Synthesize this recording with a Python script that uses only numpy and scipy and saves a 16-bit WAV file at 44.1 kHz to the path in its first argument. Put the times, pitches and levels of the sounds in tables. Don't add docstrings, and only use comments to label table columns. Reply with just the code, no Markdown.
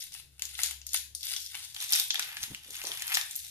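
import sys
import numpy as np
from scipy import signal
from scipy.fft import rfft, irfft
from scipy.io import wavfile
from scipy.ndimage import uniform_filter1d, minimum_filter1d

SR = 44100
rng = np.random.default_rng(int(sys.argv[2]) if len(sys.argv) > 2 else 0)


def file_out(sig):
    cols = np.atleast_2d(sig).T
    lim = np.clip(cols, -1, 1)
    pcm = np.round(lim * 32767).astype(np.int16)
    wavfile.write(sys.argv[1], SR, pcm)


def makeup_ratio(level_db):
    decades = np.asarray(level_db, float) / 20
    return 10 ** decades


N = 154350
SNAP_FALL_S = 0.0012
LEAD_SAMPLES = 8


def evened(x):
    return x / np.sqrt(np.mean(x ** 2) + 1e-20)


def read(points, hz):
    f, value = np.transpose(points)
    return np.interp(np.log(hz + 1), np.log(f + 1), value)


def add(mix, s, sound):
    part = mix[round(s * SR):][:len(sound)]
    part += sound[:len(part)]


def causal(db):
    log = np.log(makeup_ratio(np.maximum(np.r_[db, db[-2:0:-1]], -100)))
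    return np.exp(log - 1j * signal.hilbert(log).imag)[:len(db)]


def slow(rate_hz):
    low_pass = signal.butter(1, rate_hz, fs=SR, output="sos")
    wander = signal.sosfiltfilt(low_pass, rng.standard_normal(3 * N))
    return evened(wander[N:2 * N])


def fold(noise, lumps, body_db, edge_db, ring_hz, fall_s):
    # pitch in Hz, level in dB.
    film = [(400, -49), (800, -14), (1300, -16), (1750, -10.5), (3800, -0.5), (6500, -2.5), (7800, -6),
            (10500, -4.5), (14000, -6.5)]
    rise_s, ring_db, ring_width = 0.00035, 8.5, 0.073
    lump_db, place_samples = 3, 1.4
    t = np.arange(512) / SR
    hz = np.fft.rfftfreq(512, 1 / SR)

    tilt = [(700, 1.14 * body_db - 4.0), (1600, body_db), (2200, body_db),
            (4500, 0), (7000, 0), (10000, edge_db)]
    ring = ring_db * np.exp(-(np.log((hz + 1) / ring_hz) / ring_width) ** 2 / 2)
    db = read(film, hz) + read(tilt, hz) + ring

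    burst = rfft(noise * (1 - np.exp(-t / rise_s)) * np.exp(-t / fall_s))
    flat_burst = burst / np.sqrt(uniform_filter1d(abs(burst) ** 2, size=7) + 1e-9)
    lumpy_db = db + lump_db * np.interp(hz, np.linspace(0, SR / 2, len(lumps)), lumps)
    delay = LEAD_SAMPLES + np.outer([0, 1], place_samples * lumps[-1])
    near = irfft(flat_burst * causal(lumpy_db) * np.exp(-2j * np.pi * hz / SR * delay))
    near /= abs(signal.hilbert(near[0])).max()
    to_walls = evened(irfft(causal(db))) * np.std(near)
    return np.array([*near, to_walls])


def snapping(snaps):
    out = np.zeros((3, N))
    draw = rng.standard_normal((60, 532))
    for (s, db, body_db, edge_db, ring_hz), d in zip(snaps, draw):
        snap = fold(d[:512], d[512:], body_db, edge_db, ring_hz, SNAP_FALL_S)
        add(out.T, s - LEAD_SAMPLES / SR, makeup_ratio(db + 1.5) * snap.T)
    return out


def crackling(snaps, effort, film_body_db):
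    folds_per_s, spread_db, level_db, clump_db = 900, 3.5, 5, 3
    follow, colour_db = 0.59, 4
    t = np.arange(N) / SR

    size = makeup_ratio(spread_db * np.minimum(rng.exponential(1, N), 2.5) + clump_db * slow(17))
    effort_s, effort_db = np.transpose(effort)
    size *= makeup_ratio(np.interp(t, effort_s, effort_db, -120, -120) + level_db)
    size *= rng.random(N) < folds_per_s / SR

    snap_s, snap_body_db = np.transpose(snaps)[[0, 2]]
    body_db = follow * np.interp(t, snap_s, snap_body_db) + colour_db * rng.uniform(-1, 1, N)
    kind = np.clip(np.round(body_db / 2) + 8, 0, 15)
    draw = rng.standard_normal((16, 532))
    rings = rng.permutation(np.geomspace(2500, 12000, 16))
    out = np.zeros((3, N))
    for k, (d, ring_hz) in enumerate(zip(draw, rings)):
        kind_body_db = film_body_db + 2 * (k - 8)
        edge_db = 2.1 + 2.26 * d[512]
        grain = fold(d[:512], d[512:], kind_body_db, edge_db, ring_hz, 0.5 * SNAP_FALL_S)
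        out += signal.oaconvolve((size * (kind == k))[None], grain, axes=1)[:, :N]
    return out


def wrapper(snaps, effort, film_body_db):
    return snapping(snaps) + crackling(snaps, effort, film_body_db)


def tail():
    # pitch in Hz, time to fall by 60 dB in seconds.
    room = [(500, .36), (3000, .38), (9000, .34), (14000, .32)]
    taps = np.zeros((2, SR // 2))
    at = np.arange(160, SR // 2 - 20, 20) + rng.integers(0, 20, (2, (SR // 2 - 161) // 20))
    np.put_along_axis(taps, at, rng.choice([-1., 1.], at.shape), 1)
    hz, t, z = signal.stft(taps, SR, nperseg=256)
    fading = z * makeup_ratio(-60 * t / read(room, hz)[:, None])
    out = signal.istft(fading, SR, nperseg=256)[1]
    return out * makeup_ratio(-3.5) / np.linalg.norm(out[0])


def seat(x, pan_db, lag):
    # delay in seconds, level in dB.
    early = [(.0013, -8), (.0052, -14)]
    first = np.zeros((2, 1200))
    for c, late in enumerate((max(lag, 0), max(-lag, 0))):
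        first[c, late] += 1
        for (s, db), skew in zip(early, rng.integers(0, 9, len(early))):
            first[c, late + round(s * SR) + skew] += makeup_ratio(db)
    out = signal.oaconvolve(x[:2], first, axes=1)[:, :N]
    t = np.arange(N) / SR
    for k in range(3):
        share = np.sqrt(2 / 3) * np.cos(2 * np.pi * (7 * t + k / 6))
        out += signal.fftconvolve(x[2:] * share, tail(), axes=1)[:, :N]
    return out * makeup_ratio([[pan_db / 2], [-pan_db / 2]])


def left_hands():
    # start in seconds, strength in dB, low body in dB, bright edge in dB, ring in Hz.
    snaps = [(0.0144, -36, -12.5, 2, 10500), (0.0393, -30, 2, 13, 11600), (0.1216, -32, -1, -3, 9050),
             (0.1403, -27.5, -9, 2, 9800), (0.1493, -30.5, 5.5, -2, 2700), (0.1991, -32, 3.5, 2, 10600),
             (0.3946, -29, 4.5, 2, 2730), (0.4209, -16, 2.5, 2, 7100), (0.4526, -23.5, -7, -1, 6860),
             (0.4901, -32, 1, 3, 10000), (0.5521, -29, 5, -24, 3540), (0.579, -31, -4.5, 2, 9100),
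             (0.5903, -22, 14.5, -1, 2060), (0.6336, -11, -6, -0.5, 7000), (0.638, -21, 12, 12, 10800),
             (0.6599, -21, 2, -1, 12900), (0.6729, -28, -2, -5, 6800), (0.71, -20.5, 8, 8.5, 3180),
             (0.8158, -33.5, -5.5, -29, 2730), (0.8665, -22.5, -11, 1, 6950), (0.8905, -29, -17, -7, 6880),
             (0.9329, -15, -10, 7, 7040), (0.9424, -13.5, -10.5, 2, 11200), (0.9451, -9.5, 5.5, 4, 10150),
             (0.9614, -20, -5, -16, 6900), (1.1495, -20, -22.5, -3.5, 9600),
             (1.209, -30.5, -14.5, -6, 4700), (1.2306, -22.5, -12.5, 0, 3460),
             (1.2527, -22.5, -1.5, 10, 12600), (1.2875, -26, -0.5, 3, 11600), (1.2981, -21, 2, 5, 5980),
             (1.3361, -20.5, 2, -1, 5200), (1.3637, -18, -3, -6, 3330), (1.4014, -33, -22, -3, 7100),
             (1.4622, -25, -15.5, -1.5, 5340), (1.5443, -30, 12.5, -9, 2900), (1.5513, -24.5, 14, -1, 3540),
             (1.6212, -36, -2.5, 21, 10000)]
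    # time in seconds, effort in dB.
    effort = [(0.0, -44.5), (.04, -45.5), (0.098, -62.5), (0.148, -39), (.25, -74), (.4, -60.5),
              (0.549, -45.5), (.62, -37.5), (0.658, -35.5), (.8, -82.5), (.92, -44), (0.971, -37),
              (1.1, -107), (1.249, -34), (1.381, -46.5), (1.5, -49.5), (1.57, -46), (1.738, -54.5)]
    return seat(wrapper(snaps, effort, film_body_db=1.5), pan_db=5.0, lag=-5)


def engine():
    # time in seconds, pitch in Hz, level in dB.
    course = [
        (0, 65.2, -78),
        (.3, 68.6, -64.5),
        (.76, 67.3, -57.5),
        (1.049, 70.1, -62),
        (1.75, 75.15, -72.5),
        (3.5, 74.75, -69),
    ]
    s, hz, db = np.transpose(course)
    t = np.arange(N) / SR
    turn = 2 * np.pi * np.cumsum(np.interp(t, s, hz)) / SR
    level = np.sqrt(2) * makeup_ratio(np.interp(t, s, db) + 0.7 * slow(2.2))
    octave = makeup_ratio(-29.5 + 3.0 * slow(1)) * np.sin(2 * turn)
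    return level * (np.sin(turn) + octave)


def rumble():
    # pitch in Hz, level in dB.
    tone = [(20, -0.5), (45, -14), (75, 1.5), (140, 2.5), (200, -14), (300, -14), (1000, -25.5),
            (4000, -21.5), (15000, -23)]
    hz = np.fft.rfftfreq(N, 1 / SR)
    a, b = rfft(rng.standard_normal((2, N)))
    same = np.clip(read([(60, 0.45), (300, 0.35), (1500, 0.1)], hz), 0, 1)
    z = np.array([a, same * a + np.sqrt(1 - same ** 2) * b])
    return makeup_ratio(-67.5 + 1.73 * slow(6.0)) * evened(irfft(z * makeup_ratio(read(tone, hz)), N))


def right_hands():
    # start in seconds, strength in dB, low body in dB, bright edge in dB, ring in Hz.
    snaps = [(1.7443, -30, 0.5, 6, 7060), (1.7473, -27.5, -2, -2, 7100), (1.7634, -25, 6, -8, 3140),
             (1.8026, -25, -3, -10, 3800), (1.8238, -23.5, 3.5, 4, 6900), (1.8402, -25.5, -1, -7, 11780),
             (1.8925, -26, -10, -5, 6500), (1.9058, -19.5, -3.5, 3, 11200), (1.9223, -10.5, 2.5, 9, 11600),
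             (1.9274, -14, -0.5, -5, 3360), (1.9328, -8, -6.5, -4, 5240), (1.9396, -19.5, -5, -17, 3660),
             (1.9458, -18, -6, -19, 5386), (1.9976, -9, -6, 5.5, 3580), (2.021, -30, -3, 7, 5200),
             (2.038, -18.5, -4.5, 9, 11300), (2.0816, -25, -12.5, 10, 8900), (2.1053, -12.5, -7, -38, 3360),
             (2.1114, -23.5, -4, -25, 4060), (2.1435, -17, 11, 3.5, 1750), (2.1551, -18.5, 8, -12, 3500),
             (2.1943, -13.5, 9, 0, 1470), (2.2236, -23.5, -7, -7, 3670), (2.2302, -25, 2, -14, 3000),
             (2.2891, -30, 14, 2, 1730), (2.3458, -33.5, 16.5, 13, 1700), (2.3685, -25, 8.5, -20, 1720),
             (2.4219, -35, -3, -12, 5600), (2.4299, -20.5, 4, -4.5, 6400), (2.4364, -19.5, 7, 1.5, 11100)]
    last_snaps = [(2.547, -22.5, 4.5, -3.5, 2900), (2.6463, -35, 4, -5, 2970), (2.7059, -25.5, -6, 4, 6740),
                  (2.7431, -33, 4.5, -21, 2900), (2.7545, -25, 4.5, 5, 11700),
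                  (2.7663, -30, -0.5, -13, 6590), (2.816, -27, 11.5, -12, 2737),
                  (2.8384, -22, -7.5, 3, 7000), (2.8518, -22.5, -2.5, -9, 4400),
                  (2.8693, -19.5, -1, -6, 6000), (2.9169, -22, 7.5, -8, 3100), (2.973, -23, 7, 7, 3400),
                  (2.9967, -28.5, 2.5, -15, 7240), (3.021, -17.5, 8.5, 2, 1830),
                  (3.0682, -22, 11.5, 22, 10500), (3.0788, -18.5, 1, -0.5, 12900),
                  (3.1189, -45, 17, -2, 2007), (3.141, -13, 1.5, 0.5, 3700),
                  (3.1461, -10.5, -8.5, -1, 5500), (3.152, -11, -3.5, -6, 7160),
                  (3.1705, -10, 18.5, 11.5, 1760), (3.212, -19.5, 6.5, -1, 3640),
                  (3.3106, -21, -6.5, 6, 6900), (3.355, -21, -13.5, 7, 7100), (3.3613, -18, -12, 21, 12000),
                  (3.3906, -24.5, -9.5, 3, 8900)]
    # time in seconds, effort in dB.
    effort = [(1.72, -58), (1.817, -38.5), (1.878, -43), (1.95, -25), (2.019, -36), (2.09, -54),
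              (2.22, -50.5), (2.3, -49), (2.42, -43.5), (2.52, -58.5), (2.65, -55), (2.781, -43.5),
              (2.95, -45), (3.125, -40.5), (3.165, -40.5), (3.26, -46.5), (3.36, -47), (3.5, -49)]
    return seat(wrapper(snaps + last_snaps, effort, film_body_db=7.5), pan_db=2.6, lag=6)


def bumps():
    # peak time in seconds, level in dB, lower pitch in Hz.
    scuffs = [
        (2.198, -60.5, 349.9),
        (2.403, -60, 38.24),
        (2.503, -58, 88.89),
        (2.68, -67.5, 176),
        (2.861, -54, 367.2),
    ]
    swell_s = 0.029
    out = np.zeros(N)
    t = np.arange(SR // 4) / SR
    swell = t / swell_s * np.exp(1 - t / swell_s)
    for s, db, hz in scuffs:
        noise = rng.standard_normal(SR // 4)
        band_pass = signal.butter(2, [hz / 1.22, hz * 3.0], "bandpass", fs=SR, output="sos")
        band = evened(signal.sosfilt(band_pass, noise))
        rough_db = 5.3 * evened(uniform_filter1d(noise, 500))
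        add(out, s - swell_s, makeup_ratio(db + rough_db) * swell * band)
    return out


def scene():
    low = (engine() + rumble() + bumps()) * makeup_ratio([[1.6], [-1.6]])
    return left_hands() + right_hands() + low


def phone_top(x):
    hz = np.fft.rfftfreq(N, 1 / SR)
    shelf_db = -36.0 * np.clip((hz - 14300) / 500, 0, 1.6)
    return irfft(rfft(x) * makeup_ratio(shelf_db), N)


def drop_masked(x):
    mask_db, mask_top_hz, mask_bass_db, attack_db = -20.0, 1500, -6.0, 7.0
    hz, t, z = signal.stft(x, SR, nperseg=2048, noverlap=1024)
    low_hz = hz[:1024, None]
    power = (abs(z) ** 2).mean(0)
    band = np.repeat(power[:1024].reshape(256, 4, -1).mean(1), 4, 0)
    crackle = power[100:600].mean(0)
    over_db = 10 * np.log10(band / crackle + 1e-12) - mask_db - low_hz / 250

    energy = np.diff(x.mean(0), prepend=0) ** 2
    before = uniform_filter1d(energy, 1024, origin=511)
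    jump = uniform_filter1d(energy, 128) / (before + 1e-12)
    highest_jump = -minimum_filter1d(-jump, 1024)
    sharp = highest_jump[np.minimum(t * SR, N - 1).astype(int)] > makeup_ratio(2 * attack_db)
    over_db = np.where(sharp, np.where(low_hz < 170, over_db + mask_bass_db, 9), over_db)

    z[:, :1024] *= np.where(low_hz < mask_top_hz, np.clip(over_db / 2, .003, 1), 1)
    return signal.istft(z, SR, nperseg=2048, noverlap=1024)[1][:, :N]


def band_limit(x):
    return signal.sosfilt(signal.butter(12, 15960, fs=SR, output="sos"), x)


def record(dry):
    mix = drop_masked(phone_top(dry))
    return band_limit(mix)


dry = scene()
out = record(dry)
file_out(out)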